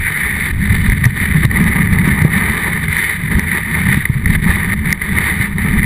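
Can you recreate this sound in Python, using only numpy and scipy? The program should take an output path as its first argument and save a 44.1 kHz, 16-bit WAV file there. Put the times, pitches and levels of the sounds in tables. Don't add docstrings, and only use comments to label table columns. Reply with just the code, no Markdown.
import sys
import numpy as np
from scipy import signal
from scipy.fft import rfft, irfft, next_fast_len
from scipy.io import wavfile
from scipy.ndimage import map_coordinates

SR = 44100
rng = np.random.default_rng(int(sys.argv[2]) if len(sys.argv) > 2 else 0)


def dump(signal):
    limited = np.clip(np.atleast_2d(signal).T, -1, 1)
    pcm = np.round(limited * 32767).astype(np.int16)
    wavfile.write(sys.argv[1], SR, pcm)


N = 257984

# time_s, level_db
PRESSURE = [(0.0, -17.5), (0.08, -14.5), (0.61, -20.5), (1.07, -18.5), (1.65, -18.5), (2.1, -19.5),
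            (2.44, -15.5), (2.8, -18.9), (3.03, -13), (3.16, -19), (3.85, -16.5), (4.08, -19),
            (4.52, -19.5), (4.76, -18.5), (5.06, -21), (5.26, -14.5), (5.53, -21), (5.85, -16.5)]
# give_s, length_s, rise_db
DIGS = [(0.472, 0.14, 4), (0.759, 0.068, 4.5), (1.057, 0.024, 5), (1.219, 0.025, 4.5), (1.262, 0.011, 8.5),
        (1.456, 0.035, 10), (1.605, 0.031, 5.5), (1.685, 0.065, 4.5), (1.811, 0.089, 4),
        (2.058, 0.028, 6.5), (2.124, 0.075, 4.5), (2.383, 0.027, 8), (3.587, 0.064, 2.5),
        (3.951, 0.095, 4.5), (4.355, 0.015, 7), (4.526, 0.066, 8), (4.571, 0.054, 8), (4.743, 0.022, 6.5),
        (4.928, 0.054, 2), (5.032, 0.023, 3), (5.43, 0.038, 5.5)]
# start_s, length_s (both at half drop), drop_db (the shortest fall short of it)
DIPS = [(0.517, 0.089, 6.5), (0.934, 0.11, 5), (1.06, 0.1, 5.5), (1.266, 0.017, 2), (1.368, 0.061, 1.5),
        (1.455, 0.047, 8.5), (2.796, 0.032, 4), (2.864, 0.012, 11), (3.17, 0.134, 4), (3.411, 0.061, 3.5),
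        (3.599, 0.105, 3.5), (4.029, 0.25, 7.5), (4.366, 0.054, 9), (4.743, 0.097, 8.5), (4.927, 0.081, 9),
        (5.481, 0.11, 6), (5.808, 0.01, 11)]
# time_s, level_db (against the main ring)
GRIT = [(0, -19), (0.85, -14.5), (1.8, -19), (2.4, -17.5), (3.05, -15.5), (3.55, -18), (4.1, -16),
        (4.6, -17), (5.2, -16), (5.85, -18.5)]
# time_s, level_db (against the main ring)
SMEAR = [(0, -17), (0.5, -13.5), (1.0, -15.5), (1.5, -11), (2.1, -8), (2.6, -9.5), (3.05, -17.5),
         (3.4, -11.5), (4.1, -14.5), (4.6, -11), (5.85, -12)]
# time_s, level_db
SHAKE = [(0.0, -25), (0.36, -21), (0.75, -12), (1.18, -17), (1.3, -13), (2.13, -9.5), (2.71, -19.0),
         (2.91, -14.4), (3.09, -26.5), (3.33, -12), (3.56, -21.5), (3.94, -10.5), (4.04, -24), (4.31, -8.5),
         (4.56, -17.5), (4.89, -11.5), (5.0, -26), (5.11, -13.5), (5.4, -20), (5.8, -10)]
# time_s, level_db
GUSTS = [(0, -20.5), (0.2, -38), (0.6, -18.5), (1.05, -19), (1.17, -29), (1.55, -17), (1.8, -30),
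         (2.3, -26), (2.6, -40), (2.9, -31), (3.12, -43), (3.33, -26), (3.6, -41), (4.35, -16.5),
         (4.6, -36), (4.8, -25), (5.3, -32.5), (5.78, -19)]
# pitch_hz, density_db (per Hz)
WIND_SPECTRUM = [(8, -20), (20, -8), (33, -8), (52, -14), (70, -5.5), (150, -16), (400, -45.5), (1500, -66),
                 (4000, -120)]
# start_s, level_db, pitch_hz, t60_s
BUMPS = [(0.698, -1.5, 106, 0.16), (0.884, 0.5, 45, 0.17), (0.92, -5, 126, 0.056),
         (1.019, -3.5, 149, 0.095), (1.055, 3.5, 123.6, 0.1), (1.217, -4, 111, 0.027),
         (1.345, -0.5, 153, 0.31), (1.447, 3.5, 124, 0.067), (1.604, 0, 184, 0.071),
         (1.692, -4, 75.4, 0.097), (1.924, 0, 80.6, 0.063), (2.074, 1, 188, 0.026),
         (2.215, -3.5, 147, 0.12), (2.247, 8.5, 148, 0.073), (3.235, -7.5, 148, 0.069),
         (3.351, -1, 61.9, 0.055), (3.382, -1.5, 166, 0.068), (3.886, -0.5, 139, 0.062),
         (3.973, -1.5, 152, 0.02), (4.096, 0, 127, 0.042), (4.152, -7.5, 133, 0.17), (4.261, 0, 67, 0.038),
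         (4.296, -5, 138, 0.06), (4.46, -2, 180.3, 0.14), (4.492, -1.5, 78, 0.053),
         (5.399, -3.5, 122, 0.055), (5.645, -6.5, 171.7, 0.12), (5.771, -2, 69.7, 0.13)]
# start_s, level_db, length_s, tick_db
LUMPS = [(0.898, -3.5, 0.0016, -24), (0.919, -8, 0.0024, -46), (1.039, -2.5, 0.0055, -49),
         (1.053, -4.5, 0.0047, -19), (1.2, -5.5, 0.0035, -45), (1.253, -4, 0.0041, -46),
         (1.45, -3.5, 0.0033, -36), (1.511, -9.5, 0.0048, -48), (1.64, -9, 0.0033, -31),
         (1.692, -16, 0.002, -32), (1.827, -6, 0.0038, -44), (1.986, -4, 0.0013, -39),
         (2.114, -15, 0.0025, -52), (2.341, -5.5, 0.0014, -45), (2.364, -8.5, 0.0026, -50),
         (2.983, -4, 0.0015, -23), (3.095, -6.5, 0.0054, -44), (3.394, -0.5, 0.0015, -19),
         (3.514, -3.5, 0.0041, -41), (3.548, -4, 0.0019, -46), (4.0525, -1.5, 0.0049, -50.5),
         (4.2573, -1.5, 0.0027, -31), (4.353, -5.5, 0.006, -46), (4.503, -5, 0.0033, -54),
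         (4.5566, -9, 0.0068, -51), (4.9046, -5, 0.0019, -32), (4.925, 1, 0.0037, -12.5),
         (5.016, -7.5, 0.0057, -55), (5.184, -1, 0.0024, -34), (5.411, -9, 0.0045, -48),
         (5.5816, -7, 0.0029, -53), (5.633, -15, 0.0045, -54), (5.829, -9, 0.0027, -47)]
# centre_hz, width_hz, level_db
HOUSING_MODES = [(1513, 236, -13.5), (1654, 170, -13), (1839, 264, -0.5), (2043, 330, 0), (2272, 223, -7.5),
                 (2380, 150, -14.5)]
# centre_hz, width_hz, level_db
SHELL_MODES = [(3035, 210, -0.5), (3523, 280, 1.5), (3728, 220, 1.5), (3970, 230, -5), (4485, 345, -7),
               (5230, 770, -22)]
# centre_hz, width_hz, level_db
MOUNT_MODES = [(340.6, 131, -3), (428.6, 41, -1.5), (595, 310, -13), (819, 120, -7), (941, 84, -2),
               (1030, 115, -6), (1201, 160, -0.5)]
# centre_hz, width_hz, level_db
BOARD_MODES = [(75.2, 41.7, 0), (104.2, 23, -4.5), (154.1, 43, -1), (191.8, 52.2, -0.5), (259, 84, -17.5),
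               (376, 89, -23.5)]
# centre_hz, width_hz, level_db
TICK_COLOUR = [(4100, 3400, -11.5), (6050, 1400, -4.5)]

FALL_S, RETURN_S = 0.013, 0.017
DIP_CALMS = 0.4
SHAKE_REST_DB = -12.5
SURGE_DB, SURGE_GROWS = 4.5, 0.61
SLAB_DB = 1.5
HOLD_HZ, TOP_HZ = 12000, 15400


def amp(db):
    return 10 ** (np.asarray(db) / 20)


def unit(x):
    return x / np.sqrt(np.mean(x ** 2) + 1e-20)


def peaked(x, peak_db):
    return amp(peak_db) * x / np.abs(x).max()


def curve(rows):
    return np.interp(np.arange(N) / SR, *np.transpose(rows))


def wobble(rate_hz):
    knots = rng.standard_normal(int(N * rate_hz / SR) + 4)
    return map_coordinates(knots, [np.arange(N) * rate_hz / SR])


def filtered(x, response):
    size = next_fast_len(N + SR // 2)
    gain = response(np.fft.rfftfreq(size, 1 / SR))
    return irfft(rfft(x, size) * gain, size)[:N]


def ringing(modes, size=4096):
    hz = np.fft.rfftfreq(size, 1 / SR)
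    power = sum((amp(level_db) / (1 + (2 * (hz - centre_hz) / width_hz) ** 2)) ** 2
                for centre_hz, width_hz, level_db in modes)
    cepstrum = irfft(np.log(power + 1e-14) / 2)
    cepstrum[1:size // 2] *= 2
    cepstrum[size // 2 + 1:] = 0
    response = irfft(np.exp(rfft(cepstrum)))
    return response / np.linalg.norm(response)


def through(x, body):
    return unit(signal.fftconvolve(x, body)[:N])


def add(track, start_s, sound):
    room = track[max(round(start_s * SR), 0):][:len(sound)]
    room += sound[:len(room)]


def grains(rate_hz, spread_db):
    struck = rng.random(N) < rate_hz / SR
    sign = np.sign(rng.standard_normal(N))
    return unit(struck * sign * amp(spread_db * rng.standard_normal(N)))


def crystals(rate_hz, spread_db, hiss_db):
    return grains(rate_hz, spread_db) + amp(hiss_db) * rng.standard_normal(N)


def shearing(rate_hz, scatter, count=1024):
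    breaks_s = np.cumsum(np.exp(scatter * rng.standard_normal(count))) / rate_hz
    load = np.interp(np.arange(N) / SR, np.append(0, breaks_s), np.arange(count + 1)) % 1
    return 2 * load - 1


def digging():
    t_s = np.arange(N) / SR
    return sum(rise_db * np.clip((t_s - give_s) / length_s + 1, 0, 1) ** 0.97 * (t_s < give_s)
               for give_s, length_s, rise_db in DIGS)


def dipping():
    t_s = np.arange(N) / SR
    loss_db = np.zeros(N)
    for start_s, length_s, drop_db in DIPS:
        fall = (t_s - start_s) / FALL_S
        back = (start_s + length_s - t_s) / RETURN_S
        loss_db += drop_db * np.clip(np.minimum(fall, back) + .5, 0, 1)
    return loss_db


def grinding_db():
    return curve(PRESSURE) + digging() - dipping()


def roughness():
    return curve(SHAKE) - SHAKE_REST_DB


def edge():
    depth_db = SURGE_DB * amp(roughness()) ** SURGE_GROWS
    quick_db = depth_db * shearing(rate_hz=50, scatter=.65)
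    slow_db = SLAB_DB * shearing(rate_hz=16, scatter=.7)
    surges = unit(amp(quick_db + slow_db))
    scrape = through(surges * crystals(rate_hz=2200, spread_db=3.0, hiss_db=-1), ringing(HOUSING_MODES))
    grit = through(surges * crystals(rate_hz=1500, spread_db=5.5, hiss_db=2.5), ringing(SHELL_MODES))
    rub = surges ** 0.75 * amp(2.0 * wobble(35))
    smear = through(rub * crystals(rate_hz=900, spread_db=2.0, hiss_db=0.5), ringing(MOUNT_MODES))
    return amp(grinding_db() - 1.29) * (scrape + amp(curve(GRIT)) * grit + amp(curve(SMEAR)) * smear)


def deck():
    ruts = grains(rate_hz=600, spread_db=1.5) + amp(0.5) * rng.standard_normal(N)
    level_db = curve(SHAKE) - DIP_CALMS * dipping() - 2.5
    return amp(level_db) * through(ruts, ringing(BOARD_MODES))


def wind():
    points_hz, density_db = np.transpose(WIND_SPECTRUM)
    air = filtered(rng.standard_normal(N),
                   lambda hz: amp(np.interp(np.log(hz + 1), np.log(points_hz), density_db)))
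    return amp(curve(GUSTS) + 2.1 * wobble(11)) * unit(air)


def bumps():
    track, t_s = np.zeros(N), np.arange(SR // 5) / SR
    mount = ringing(MOUNT_MODES)
    for start_s, level_db, pitch_hz, t60_s in BUMPS:
        blow = amp(-60 * t_s / t60_s) * (1 - np.exp(-(t_s / 0.0029) ** 2))
        flex = np.sin(2 * np.pi * pitch_hz * t_s) * blow
        knock = signal.fftconvolve(rng.standard_normal(len(t_s)) * blow ** 3, mount)
        add(track, start_s, peaked(flex, level_db - 2.5))
        add(track, start_s, peaked(knock, level_db - 22.5))
    return track


def lumps():
    body = ringing(HOUSING_MODES) + amp(-15.0) * ringing(SHELL_MODES) + amp(-14.5) * ringing(MOUNT_MODES)
    bright = ringing(TICK_COLOUR)
    track, t_s = np.zeros(N), np.arange(SR // 25) / SR
    for start_s, level_db, length_s, tick_db in LUMPS:
        chatter = np.sin(2 * np.pi * rng.normal(1985, 52) * t_s) + 2.76 * rng.standard_normal(len(t_s))
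        contact = np.exp(-(2 * t_s / length_s - 1) ** 4)
        crunch = signal.fftconvolve(chatter * contact, body)
        tick = signal.fftconvolve(rng.standard_normal(len(t_s)) * contact, bright)
        add(track, start_s, peaked(crunch, level_db))
        add(track, start_s, peaked(tick, tick_db + 2.0))
    return track


def scene():
    return (edge() + deck() + wind() + bumps() + lumps())[None]


def ducked(x, threshold_db, recovery_db_per_s, attack_s):
    excess_db = np.maximum(20 * np.log10(np.abs(x) + 1e-9) - threshold_db, 0)
    ramp_db = recovery_db_per_s * np.arange(N) / SR
    cut_db = np.maximum.accumulate(excess_db + ramp_db) - ramp_db
    pole = np.exp(-1 / (attack_s * SR))
    return x * amp(-signal.lfilter([1 - pole], [1, -pole], cut_db))


def held(x, count=4):
    fine = signal.resample_poly(x, HOLD_HZ * count, SR)
    steps = np.repeat(fine[::count], count)
    return signal.resample_poly(steps, SR, HOLD_HZ * count)[:N]


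def record(dry):
    level = ducked(dry[0], threshold_db=1.16, recovery_db_per_s=97, attack_s=0.0024)
    clipped = np.clip(held(level), -.97, .97)
    return filtered(clipped, lambda hz: hz < TOP_HZ)[None]


dry = scene()
out = record(dry)
dump(out)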